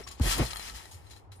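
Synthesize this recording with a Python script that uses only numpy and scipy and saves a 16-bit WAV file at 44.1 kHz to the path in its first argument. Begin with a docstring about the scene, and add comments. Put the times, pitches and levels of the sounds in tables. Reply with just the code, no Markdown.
"""Garden trampoline, one landing

Close by, the mat booms with a falling thump as a jumper lands, and slaps again as it rebounds.
The ring of springs, a little left of the microphones, rattles and hisses; hooks clink as it settles.
A thin squeak and light knocks come at the start, and a faint, brief high tone near the end.
A low boom lingers over a distant low rumble."""
import sys
import numpy as np
from scipy import signal
from scipy.fft import rfft, irfft, next_fast_len
from scipy.io import wavfile
from scipy.ndimage import uniform_filter1d

SR = 44100
rng = np.random.default_rng(int(sys.argv[2]) if len(sys.argv) > 2 else 0)


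def wav_out(sig):
    """Save sig, one row per channel (or a flat mono array), as 16-bit PCM at SR to the path in sys.argv[1]."""
    wavfile.write(sys.argv[1], SR, np.round(np.clip(np.atleast_2d(sig).T, -1, 1) * 32767).astype(np.int16))


N = 61739
TIME = np.arange(N) / SR


def amp(db):
    return 10 ** (np.asarray(db) / 20)


def unit_rms(x):
    return x / np.sqrt(np.mean(x ** 2) + 1e-20)


def at_hz(points, hz):
    f, value = np.transpose(points)
    return np.interp(np.log(hz + 1), np.log(f + 1), value)


def over_time(table, column):
    rows = np.array(table)
    return np.interp(TIME, rows[:, 0], rows[:, column])


def filtered(x, gain):
    """Filters x by a gain given as a function of frequency."""
    size = next_fast_len(N + 4096)
    return irfft(rfft(x, size) * gain(np.fft.rfftfreq(size, 1 / SR)), size)[..., :N]


# Shading by the body that holds the microphones: f/Hz, left over right/dB
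MIC_SHADE = [(60, -1), (110, 2), (200, 1), (370, 0.0), (690, 17.5), (1260, 7.5), (2320, 3.5), (4260, 13.5),
             (7820, 0), (14400, 0.5)]
def at_mics(x, lead_s, pan_db):
    """The left microphone hears the sound lead_s earlier; each side is shaded by frequency."""
    side = np.array([[.5], [-.5]])
    shade = lambda hz: amp(side * (at_hz(MIC_SHADE, hz) + pan_db))
    return filtered(x, lambda hz: shade(hz) * np.exp(2j * np.pi * hz * lead_s * side))


# Thumps on the mat and light knocks on the frame, close by:
# t/s, level/dB, first f/Hz, last f/Hz, glide/s, rise/s, t60/s
THUMPS_AND_KNOCKS = [(.198, -40.5, 946, 650, 0.0098, 0.00034, 0.04),
                     (.1985, -24, 356, 222.2, 0.0043, 0.01, 0.041),
                     (0.2062, -14.5, 147, 65, 0.0059, 0.011, 0.081),
                     (.228, -23.5, 56, 40.5, 0.021, 0.055, 0.18), (0.327, -33, 60, 51, 0.028, 0.04, 0.9),
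                     (.391, -24.5, 368, 303.7, 0.0084, 0.0026, 0.081),
                     (0.4, -24, 68.3, 54.5, 0.01, 0.017, 0.29),
                     (0.4018, -21.5, 138, 123.6, 0.013, 0.0034, 0.15),
                     (0.413, -27.5, 246, 198, 0.0144, 0.0052, 0.047),
                     (.0, -44.5, 454, 380, 0.026, 0.012, 0.027),
                     (0.065, -46, 1094, 1140, 0.012, 0.0048, 0.056),
                     (.107, -52, 1076, 1096, 0.0093, 0.0036, 0.077)]
def thumps_and_knocks():
    """Mat tones fall as the wave spreads, the frame rings briefly, and bare feet slap the weave."""
    out = np.zeros(N)
    for start, db, first_hz, last_hz, glide, rise, t60 in THUMPS_AND_KNOCKS:
        age = np.maximum(TIME - start, 0)
        turns = last_hz * age + (first_hz - last_hz) * glide * (1 - np.exp(-age / glide))
        attack = np.sin(np.pi / 2 * np.minimum(age / rise, 1))
        decay = amp(db - 60 * np.maximum(age - rise, 0) / t60)
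        out += attack * decay * np.sin(2 * np.pi * turns)
    slap_s, slap_db, slap_t60_s = .1975, -37, .008
    slap = (TIME >= slap_s) * amp(slap_db - 60 * abs(TIME - slap_s) / slap_t60_s)
    return at_mics(out + slap * rng.standard_normal(N), lead_s=.0001, pan_db=.1)


# Flutter of the mat, across both microphones: t/s, level/dB
FLUTTER = [(0, -39.5), (.03, -61), (.197, -62), (.2, -37.5), (.228, -43.5), (.268, -33.5), (.3, -42),
           (.35, -45.5), (.385, -34.5), (.4, -29.5), (.43, -31), (.464, -48), (.56, -57), (.7, -57),
           (.79, -60), (.95, -67.5)]
# Its spectrum: f/Hz, level/dB
FLUTTER_TONE = [(60, -30), (100, 5), (200, -4), (400, -5), (900, -11.5), (1500, -17.5), (3000, -59.5)]
def mat_flutter():
    """The loose mat flaps: rough low noise that swells around the thumps."""
    mid, side = filtered(rng.standard_normal((2, N)), lambda hz: amp(at_hz(FLUTTER_TONE, hz)))
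    level = amp(over_time(FLUTTER, 1)) * (TIME < FLUTTER[-1][0])
    return level * unit_rms(np.array([mid + .66 * side, mid - .54 * side]))


# Modes of one spring on the rim: f/Hz, width before widening/Hz, level/dB
COIL_MODES = [(904.4, 20, 1.5), (1332, 42, 3), (1860, 71, 2), (2077, 27, -6.5), (3326, 45, -3),
              (3965, 72, 0), (4237, 40, 1), (4660, 22, -5), (5506, 60, -3), (6920, 37, 0.5), (7250, 34, -3),
              (8780, 60, 1.5), (10430, 73, -4), (11900, 56, -26.5)]
def coil_modes(detune, widen):
    """Yields each mode's decaying sine, its pitch times detune(); wider modes die sooner."""
    age = np.arange(4000) / SR
    for hz, width, db in COIL_MODES:
        decay = amp(db) * np.sqrt(width) * np.exp(-np.pi * width * widen * age)
        yield decay * np.sin(2 * np.pi * hz * detune() * age)


def strengths(spread_db=2):
    """A chance gain for each sample: most ticks are alike, a few are harder."""
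    return amp(spread_db * np.minimum(rng.exponential(1, N), 3))


def jingle(ticks, share=.08):
    """Each tick sets off only a chance few of the coil's modes, some hard."""
    out = np.zeros(N)
    for mode in coil_modes(lambda: 1 + .0299 * rng.uniform(-1, 1), widen=.59):
        hits = ticks * (rng.random(N) < share) * strengths()
        out += signal.oaconvolve(hits, mode)[:N]
    return out


# Rattle round the rim, left of centre: t/s, mid level/dB, lows over mid/dB, top over mid/dB
RATTLE = [(0.0, -53.5, 2.5, -7), (0.028, -60, 6, -8), (0.044, -60.5, -2.5, -8), (0.064, -68, 3, -7),
          (0.076, -43, -11, -21), (0.104, -56.5, -0.5, -18), (0.118, -48.5, -9, -9.5),
          (0.166, -66, 1.5, -5), (0.188, -58, 0, -21), (0.204, -60.5, 6, -13), (0.22, -42.5, -6, -7.5),
          (0.264, -37.5, 2, -1.5), (0.326, -29, -5, -6.5), (0.374, -42, 0.5, -6), (0.382, -39, -3, 3),
          (0.402, -40, 7.5, -13), (0.45, -43, -1, -2.5), (0.475, -41.5, -6, -11), (0.501, -51.5, 4, -2),
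          (0.509, -37, -10, -19), (0.555, -61, 13.5, 12), (0.631, -45.5, -2.5, -9), (0.687, -46, -0.5, -8),
          (0.735, -55, -4, -8), (0.763, -48, -3.5, -5.5), (0.803, -54, 3.5, -5.5), (0.907, -62, -3.5, -3),
          (0.921, -55, -8, -1.5), (1.019, -70.5, 4, -2.5), (1.095, -65.5, -1, -8), (1.113, -53.5, -6.5, -7),
          (1.151, -64.5, -0.5, -7), (1.175, -61, -5.5, -5), (1.217, -77.5, 4, -4), (1.31, -91.5, 5, -15),
          (1.322, -57, -2, -9), (1.386, -75, -2, 0), (1.4, -77.5, 17, 6)]
# Spectrum of rubbing hooks and weave: f/Hz, level/dB
SCRAPE_TONE = [(410, -49), (700, -9), (1210, -1.5), (1310, -7), (2640, 0.5), (4190, -11), (4700, -5),
               (10100, -9.5), (13200, -13.5), (14800, -33)]
SPRING_LEAD_S = .000573
def springs(groups=8, ticks_per_s=2300, hiss_db=.5, ring_db=-5.5):
    """Groups of springs: dense ticks ring the coils over the hiss of rubbing hooks and weave."""
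    out = np.zeros((2, N))
    for _ in range(groups):
        ticks = strengths() * (rng.random(N) < ticks_per_s / groups / SR)
        ticks *= rng.choice([-1., 1.], N)
        lead, pan = rng.uniform(-1, 1, 2)
        rubbing = unit_rms(ticks) + amp(hiss_db) * rng.standard_normal(N)
        scrape = filtered(rubbing, lambda hz: amp(at_hz(SCRAPE_TONE, hz)))
        sound = unit_rms(scrape) + amp(ring_db) * unit_rms(jingle(ticks))
        out += at_mics(sound, lead_s=SPRING_LEAD_S + .00008 * lead, pan_db=4 * pan)
    below = lambda edge_hz: filtered(out, lambda hz: 1 / (1 + (hz / edge_hz) ** 6))
    low, body = below(edge_hz=3000), below(edge_hz=9000)
    low_coils = amp(over_time(RATTLE, 2)) * unit_rms(low)
    top_hiss = amp(over_time(RATTLE, 3)) * unit_rms(out - body)
    return amp(over_time(RATTLE, 1)) * (low_coils + unit_rms(body - low) + top_hiss)


# Low boom lingering in both microphones: t/s, level/dB, centre f/Hz
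BOOM = [(0, -54, 51.9), (.14, -50.5, 71.6), (.19, -58, 71.74), (.3, -45, 89), (.45, -39, 69.3),
        (.52, -51.5, 67.7), (.63, -54.5, 56.94), (.76, -49.5, 57.75), (.83, -62, 65.1), (.9, -56.5, 86.7),
        (1.0, -49, 86.95), (1.08, -51, 85.7), (1.17, -55, 89.7), (1.33, -52.5, 87.8), (1.4, -56.5, 85.2)]
def boom(width_hz=38):
    """A fuzzy low tone: slow noise riding on a drifting centre pitch."""
    pole = np.exp(-np.pi * width_hz / SR)
    noise = rng.standard_normal((2, N + SR)) + 1j * rng.standard_normal((2, N + SR))
    mid, side = signal.lfilter([1], np.poly([pole, pole]), noise)[:, SR:]
    fuzz = np.array([mid + .62 * side, mid - .15 * side])
    carrier = np.exp(2j * np.pi * np.cumsum(over_time(BOOM, 2)) / SR)
    return amp(over_time(BOOM, 1)) * unit_rms((fuzz * carrier).real)


# Spectrum of the background, far from the microphones: f/Hz, level/dB
RUMBLE_TONE = [(16, -63), (28, -46), (91, -8), (147, -27), (291, -23), (396, -21), (636, -27), (683, -25),
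               (825, -19), (1150, -29), (1420, -33), (1530, -36.5), (8000, -66), (10400, -99.5),
               (17600, -120)]
# How alike the two microphones hear it: f/Hz, correlation
RUMBLE_LIKENESS = [(60, 0.4), (240, 0.5), (930, -0.5), (3650, -0.15), (14400, 0.05)]
def rumble(level_db=-57.5):
    """Distant low rumble and air: steady noise, partly shared by left and right."""
    left, other = rng.standard_normal((2, N))
    shared = lambda hz: np.clip(at_hz(RUMBLE_LIKENESS, hz), 0, 1)
    right = filtered(left, shared) + filtered(other, lambda hz: np.sqrt(1 - shared(hz) ** 2))
    air = filtered(np.array([left, right]), lambda hz: amp(at_hz(RUMBLE_TONE, hz)))
    return amp(level_db) * unit_rms(air)


# From the left, a thin squeak at the start and a faint, brief high tone near the end:
# t/s, length/s, level/dB, f/Hz, wobble/Hz
HIGH_TONES = [(0.037, 0.026, -48, 5560, 17), (1.36, 0.038, -58, 9280, 250)]
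def high_tones():
    """Thin tones of unsteady pitch that swell quickly and fade softly."""
    out = np.zeros(N)
    for start, length, db, hz, wobble_hz in HIGH_TONES:
        progress = np.clip((TIME - start) / length, 0, 1)
        pitch = hz + wobble_hz * unit_rms(uniform_filter1d(rng.standard_normal(N), size=60))
        out += amp(db) * np.sin(np.pi * progress ** .35) * np.sin(2 * np.pi * np.cumsum(pitch) / SR)
    return at_mics(out, SPRING_LEAD_S, pan_db=2.5)


# Single hooks on the rim, left of centre: t/s, base level/dB, note f/Hz, tilt/(dB per octave)
CLINKS = [(0.0755, -38, 7080, -2), (0.0886, -44.5, 7190, 5.5), (0.1144, -40.5, 1118, 0),
          (0.5332, -33.5, 1274, 1), (0.5593, -35, 3240, -1), (0.5694, -35, 4190, 5),
          (0.596, -35, 4060, 0.5), (0.6988, -37, 1306, -3), (0.7472, -44.5, 5030, -3),
          (0.8556, -45, 1927, 0.5), (0.9157, -44.5, 6690, 0.5), (0.9444, -47, 7060, 0),
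          (1.0684, -53.5, 4060, -0.5), (1.1079, -48, 3960, 0), (1.1344, -50.5, 3920, 0),
          (1.1646, -49, 4110, -2), (1.3192, -49.5, 3990, 2)]
def clinks():
    """A hook knocks: a tick rings the whole coil, one note stands out, and a short hiss trails."""
    out, age = np.zeros(N + SR), np.arange(SR // 4) / SR
    size, margin = len(age), 200  # samples; the margin holds what the filters spread ahead of a knock
    f = np.fft.rfftfreq(size, 1 / SR)
    fade = lambda db, t60_s: amp(db - 60 * age / t60_s)
    for start, db, hz, tilt_db in CLINKS:
        hiss = rng.standard_normal(size) * (fade(db, t60_s=.012) + fade(db - 11.5, t60_s=.26))
        tick = fade(db + 8.5, t60_s=.0015) * rng.choice([-1., 1.], size)
        coil = sum(coil_modes(lambda: 1 + .012 * rng.uniform(-1.3, 1), widen=2.2))
        ring = signal.oaconvolve(tick, coil / np.linalg.norm(coil))[:size]
        spectrum = rfft(np.roll(ring, margin)) + rfft(np.roll(hiss, margin)) * amp(at_hz(SCRAPE_TONE, f))
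        tilt = amp(tilt_db * np.log2(np.maximum(f, 700) / 3000))
        onset = round(start * SR)
        out[onset - margin:][:size] += irfft(tilt * spectrum, size)
        out[onset:][:size] += fade(db - 7.5, t60_s=.11) * np.sin(2 * np.pi * hz * age)
    return at_mics(out[:N], SPRING_LEAD_S, pan_db=.2)


def scene():
    return thumps_and_knocks() + mat_flutter() + springs() + clinks() + high_tones() + boom() + rumble()


def record(dry):
    """The microphone pair hears up to 14.6 kHz."""
    lowpass = signal.firwin(255, 14600, window=("kaiser", 9), fs=SR)
    return signal.oaconvolve(dry, lowpass[None], "same")


dry = scene()
out = record(dry)
wav_out(out)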